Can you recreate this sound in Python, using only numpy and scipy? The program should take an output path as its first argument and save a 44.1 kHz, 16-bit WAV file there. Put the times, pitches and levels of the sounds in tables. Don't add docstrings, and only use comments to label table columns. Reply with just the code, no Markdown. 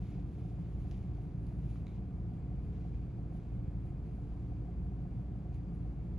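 import sys
import numpy as np
from scipy import signal
from scipy.fft import rfft, irfft, next_fast_len
from scipy.io import wavfile

SR = 44100
rng = np.random.default_rng(int(sys.argv[2]) if len(sys.argv) > 2 else 0)


def inscribe(sig):
    pcm = np.round(np.clip(np.atleast_2d(sig).T, -1, 1) * 32767)
    wavfile.write(sys.argv[1], SR, pcm.astype(np.int16))


def decibels_to_gain(level_db):
    exponent = np.asarray(level_db, float) / 20
    return 10 ** exponent


N = 272714
SIZE = next_fast_len(N + SR)
TIME = np.arange(SIZE) / SR
HZ = np.maximum(np.fft.rfftfreq(SIZE, 1 / SR), 1)
MOTOR_HZ = 57.35


def at_hz(points, column=1):
    points = np.array(points)
    return np.interp(np.log(HZ), np.log(points[:, 0]), points[:, column])


def peaks(modes):
    return sum(decibels_to_gain(2 * db) / (1 + ((HZ - hz) / width) ** 2) ** 2 for hz, width, db in modes)


def drift(rate_hz):
    spectrum = rfft(rng.standard_normal(SIZE))
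    slow = irfft(spectrum / (1 + (HZ / rate_hz) ** 2), SIZE)
    return (slow - slow.mean()) / slow.std()


def noises(power):
    white = rfft(rng.standard_normal((2, SIZE)))
    return irfft(white * np.sqrt(power * SR / 2), SIZE)


def ring(clicks, hz, t60):
    radius = decibels_to_gain(-60 / (t60 * SR))
    angle = 2 * np.pi * hz / SR
    poles = [1, -2 * radius * np.cos(angle), radius * radius]
    return signal.lfilter([0, np.sin(angle)], poles, clicks + 1e-18)


def train(times, sizes):
    out = np.zeros(SIZE, np.asarray(sizes).dtype)
    np.add.at(out, np.round(np.multiply(times, SR)).astype(int), sizes)
    return out


# (f/Hz, level/dB per Hz)
RUMBLE = [(16, -100), (24, -86), (30, -79.5), (46, -69.5), (100, -73.5), (150, -78.5), (205, -77.5),
          (270, -84.5), (400, -85.5), (600, -92), (900, -96.5), (1200, -102), (1700, -110), (6000, -160)]
# (f/Hz, width/Hz, peak level/dB per Hz)
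ROOM_MODES = [(39.7, 3.8, -64), (54.4, 5.8, -61.5), (69.7, 1.3, -64.5), (79.2, 11, -60), (116, 8.9, -63),
              (134.7, 9.3, -61), (159.7, 11, -65), (170.6, 11, -62.5), (190.6, 6, -65), (207.7, 2.5, -66.5),
              (239, 23, -78.5), (255, 8.3, -80), (291, 16, -76.5), (338, 16, -79), (401, 8.1, -84),
              (440.3, 7.2, -84)]
# (f/Hz, level/dB per Hz)
HISS = [(900, -125), (1500, -115), (2300, -112), (2900, -117), (4500, -122), (6000, -125.5), (7200, -125.5),
        (7800, -122), (8400, -127), (8900, -125), (9500, -128), (11200, -131), (12000, -136), (12500, -142)]
# (f/Hz, width/Hz, peak level/dB per Hz)
WHISTLES = [(2480, 12, -102), (2283, 12, -105), (2024, 9.5, -108), (2150, 7.1, -105), (2750, 20, -112),
            (2890, 6.9, -111), (3290, 17, -114), (1233, 11, -104), (1466, 7.2, -107), (1684, 9.4, -109),
            (4670, 160, -120), (6000, 14, -121), (7060, 8.1, -122), (7440, 18, -121)]


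def ventilation():
    rumble = noises(decibels_to_gain(2 * at_hz(RUMBLE)) + peaks(ROOM_MODES))
    turn = 2 * np.pi * MOTOR_HZ * TIME
    throb = 1 + 0.08 * (np.cos(turn) + 0.69 * np.cos(2 * turn))
    hiss = throb * noises(decibels_to_gain(2 * at_hz(HISS)))
    whistles = decibels_to_gain(1.6 * drift(5.8)) * noises(peaks(WHISTLES))
    return rumble + hiss + whistles


# (multiple of the turning rate, level/dB rms, left lead/rad)
HUM = [(1, -45, 0.24), (2, -48.5, 0.33), (3, -60.5, 0.45), (4, -65, 0.18), (5, -59, 0.092), (6, -65, 0.058),
       (7, -74.5, 0.2), (8, -87, 0.4), (9, -81, 0.39), (10, -86.5, 0.26), (11, -88.5, 0.35)]


def motor(wobble_db=0.6, wander_rad=0.06):
    turn = 2 * np.pi * MOTOR_HZ * TIME + wander_rad * drift(0.5)
    out = np.zeros((2, SIZE))
    for k, db, lead in HUM:
        dispersion = -0.6 * k ** 2
        phase = k * turn + dispersion - np.pi / 2 + lead * np.array([[0.5], [-0.5]])
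        out += np.sqrt(2) * decibels_to_gain(db + wobble_db * drift(0.47)) * np.sin(phase)
    return out[:, :N]


# (f/Hz, level/dB per Hz)
RUSTLE_BODY = [(600, -45.5), (1300, -0.5), (2300, 8.5), (3500, 3), (5000, -2), (7500, -6), (9500, -41.5)]
# (f/Hz, level/dB per Hz)
RUSTLE_EDGE = [(4500, -44), (6400, -15), (7600, -15), (8400, -28.5), (9300, -9), (10500, -12), (11400, -11),
               (12400, -36)]
# (middle t/s, length t/s, level/dB, edge re body level/dB)
STROKES = [(0.086, 0.26, -76.5, -12.5), (0.45, 0.42, -81.5, -8.5), (0.642, 0.075, -82, -20),
           (0.85, 0.42, -80.5, -8.5), (1.017, 0.29, -83.5, -12), (1.23, 0.19, -82, -9),
           (1.5, 0.29, -86.5, -3.5), (1.725, 0.22, -78, -8), (1.9, 0.1, -81, -13), (1.957, .07, -83.5, -17),
           (2.352, 0.13, -95, -1), (2.66, 0.08, -88.5, -4), (2.83, 0.35, -81, -16.5),
           (2.883, 0.049, -83, -9), (3.356, 0.074, -82, -5.5), (3.43, 0.17, -83, -17),
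           (3.544, .06, -84, -9), (3.88, 0.097, -94, 1), (4.154, 0.32, -88.5, -4.5),
           (4.407, 0.37, -86.5, -10), (4.843, 0.052, -98, 7), (5.02, 0.054, -98, 4), (5.21, 0.095, -91, -2),
           (5.552, 0.051, -84.5, -3), (5.656, 0.054, -99, -11), (5.82, .05, -94, -6),
           (5.76, .06, -90.5, -1), (5.886, 0.1, -88, -10), (6.06, 0.077, -86, -7)]
REST_DB, REST_BRIGHT_DB = -91, -12


def sleeves(grain_db=1.6):
    middle, length, db, bright_db = np.transpose(STROKES)[:, :, None]
    coarse = TIME[::64]
    swell = np.exp(-((coarse - middle) / (0.5 * length)) ** 2)

    def rub(colour, stroke_db, rest_db, trim_db):
        cloth = noises(decibels_to_gain(2 * at_hz(colour)))
        power = decibels_to_gain(2 * rest_db) + np.sum(decibels_to_gain(2 * stroke_db) * swell ** 2, axis=0)
        envelope = np.interp(TIME, coarse, np.sqrt(power))
        return cloth / cloth.std() * envelope * decibels_to_gain(trim_db + grain_db * drift(23))

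    body = rub(RUSTLE_BODY, db, REST_DB, 2.5)
    edge = rub(RUSTLE_EDGE, db + bright_db, REST_DB + REST_BRIGHT_DB, 2.2)
    return body + edge


# (t/s, peak level/dB, low mode f/Hz, high mode f/Hz, ring T60 t/s)
CLICKS = [(0.9127, -46, 2970, 5650, 0.002), (0.918, -54.5, 1900, 4530, 0.0025),
          (1.468, -61.5, 4530, 10100, 0.005), (0.9355, -60, 2650, 4800, 0.0044),
          (0.944, -65, 2900, 3600, 0.004), (1.757, -55, 1170, 1400, 0.016), (1.867, -62, 6900, 6000, 0.003),
          (1.8685, -52, 2250, 3900, 0.0085), (1.881, -66, 4300, 3600, 0.006),
          (1.8845, -67, 3800, 2200, 0.006), (5.545, -68.5, 4020, 6760, 0.004)]
ROOM_DB, ROOM_T60_S = -32.5, 0.34


def clicks(snap_db=-2.0):
    out = np.zeros((2, SIZE))
    t = np.arange(SR // 2) / SR
    for s, db, low_hz, high_hz, t60 in CLICKS:
        hit = train([s], [decibels_to_gain(db)])
        band = [low_hz / 2, min(high_hz * 3.0, 15000)]
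        snap = signal.sosfilt(signal.butter(1, band, "band", fs=SR, output="sos"), hit)
        modes = ring(hit, low_hz, t60) - 0.65 * ring(hit, high_hz, t60)
        direct = modes + decibels_to_gain(snap_db) * snap
        decay = decibels_to_gain(ROOM_DB - 60 * t / ROOM_T60_S) * (t > 0.004)
        tail = rng.standard_normal((2, len(t))) * decay
        out += direct * [[1], [0]]
        out += signal.oaconvolve(direct[None], tail, axes=1)[:, :SIZE]
    return out


# (f/Hz, likeness 0-1, left lead/rad, left-right level/dB)
PAIR = [(35, .99, .33, -.4), (55, .995, .42, -.3), (150, .995, .41, -.8), (280, .97, .2, .1),
        (430, .87, .27, .8), (600, .6, .5, .9), (900, .3, .45, -.9), (1400, .82, .15, -.5),
        (2200, .93, -.15, -.9), (3200, .86, -.58, -1.7), (5400, .72, -.95, -2.0), (6300, .66, -.6, -1.5),
        (7100, .62, -.75, -1.5), (7400, .1, -1.8, -1.7), (7700, .77, -2.8, -1.4), (8600, .79, -2.8, .1),
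        (9400, .8, -2.0, 0), (10500, .97, -.05, 0), (11100, .93, .15, 0), (12400, .45, 2.2, .1)]


def ports(shared_and_own):
    shared, own = rfft(shared_and_own)
    alike = at_hz(PAIR)
    lead = at_hz(PAIR, column=2)
    tilt = decibels_to_gain(at_hz(PAIR, column=3) / 2)
    common = np.sqrt((1 + alike) / 2) * shared
    apart = np.sqrt((1 - alike) / 2) * own
    turn = np.exp(0.5j * lead) * tilt
    return irfft([(common + apart) * turn, (common - apart) / turn], SIZE)[:, :N]


# (f/Hz, width/Hz, peak level/dB per Hz)
LENS_BUZZ = [(731, 29, -94)]
# (t/s, level/dB)
FIRM_STEPS = [(0.014, -57), (0.114, -57), (0.181, -54.5), (0.381, -57), (0.448, -55.5), (0.481, -60),
              (0.515, -54), (0.548, -61), (0.848, -53.5), (0.915, -55.5), (1.115, -57.5), (1.182, -52),
              (1.315, -64), (1.515, -56), (1.715, -57), (1.849, -58), (1.982, -60), (2.016, -57),
              (2.116, -61), (2.182, -56), (2.249, -61), (2.316, -55.5), (2.349, -61), (2.382, -59),
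              (2.449, -60), (2.516, -53), (2.583, -60), (2.683, -59), (2.849, -53.5), (3.016, -63),
              (3.183, -52), (3.316, -54.5), (3.35, -57), (3.45, -57.5), (3.517, -59), (3.85, -58),
              (3.917, -56), (4.017, -61), (4.084, -59), (4.184, -52.5), (4.317, -56), (4.35, -60),
              (4.384, -64), (4.45, -62), (4.517, -51), (4.651, -57), (4.684, -52), (4.851, -58),
              (4.917, -56), (4.984, -59), (5.051, -53.5), (5.184, -57), (5.251, -61.5), (5.351, -56),
              (5.451, -56), (5.518, -55.5), (5.618, -62), (5.718, -59), (5.851, -56), (6.118, -61)]
FRAME_HZ, FIRST_FRAME_S = 29.98, 0.0142
FOCUS_EVERY, FIRST_FOCUS = 2, 1
FOCUS_DB, HOLD_DB, STEP_SPREAD_DB, FIRM_TRIM_DB = -62.5, -66, 1.5, 0.5


def lens(hz=722, t60=0.045, push_s=0.004):
    frames = np.arange(int((N / SR - FIRST_FRAME_S) * FRAME_HZ) + 1)
    focusing = (frames - FIRST_FOCUS) % FOCUS_EVERY == 0
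    light_db = np.where(focusing, FOCUS_DB, HOLD_DB)
    sizes = decibels_to_gain(light_db + STEP_SPREAD_DB * rng.standard_normal(len(frames)))
    s, db = np.transpose(FIRM_STEPS)
    firm = np.round((s - FIRST_FRAME_S) * FRAME_HZ).astype(int)
    sizes[firm] = decibels_to_gain(db + FIRM_TRIM_DB)
    phases = np.exp(2j * np.pi * rng.random(len(sizes)))
    steps = train(FIRST_FRAME_S + frames / FRAME_HZ, sizes * phases)

    t = np.arange(SR // 10) / SR
    swell = (1 - np.exp(-t / push_s)) * decibels_to_gain(-60 * t / t60)
    mode = swell / swell.max() * np.exp(2j * np.pi * hz * t)
    swing = signal.oaconvolve(steps, mode)[:N]
    swing = swing + signal.hilbert(noises(peaks(LENS_BUZZ))[0])[:N]
    return np.real(swing * np.exp([[0.61j], [-0.61j]]))


def scene():
    room = ventilation() + sleeves() + clicks()
    return ports(room) + motor() + lens()


def low_pass(x):
    return signal.sosfilt(signal.butter(12, 12400, fs=SR, output="sos"), x)


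def record(dry):
    to_end = TIME[N - 1::-1] + 0.0012
    fade = np.clip(np.minimum(TIME[:N], to_end) / 0.004, 0, 1)
    mix = dry * np.sin(fade * np.pi / 2) ** 2
    return low_pass(mix)


dry = scene()
out = record(dry)
inscribe(out)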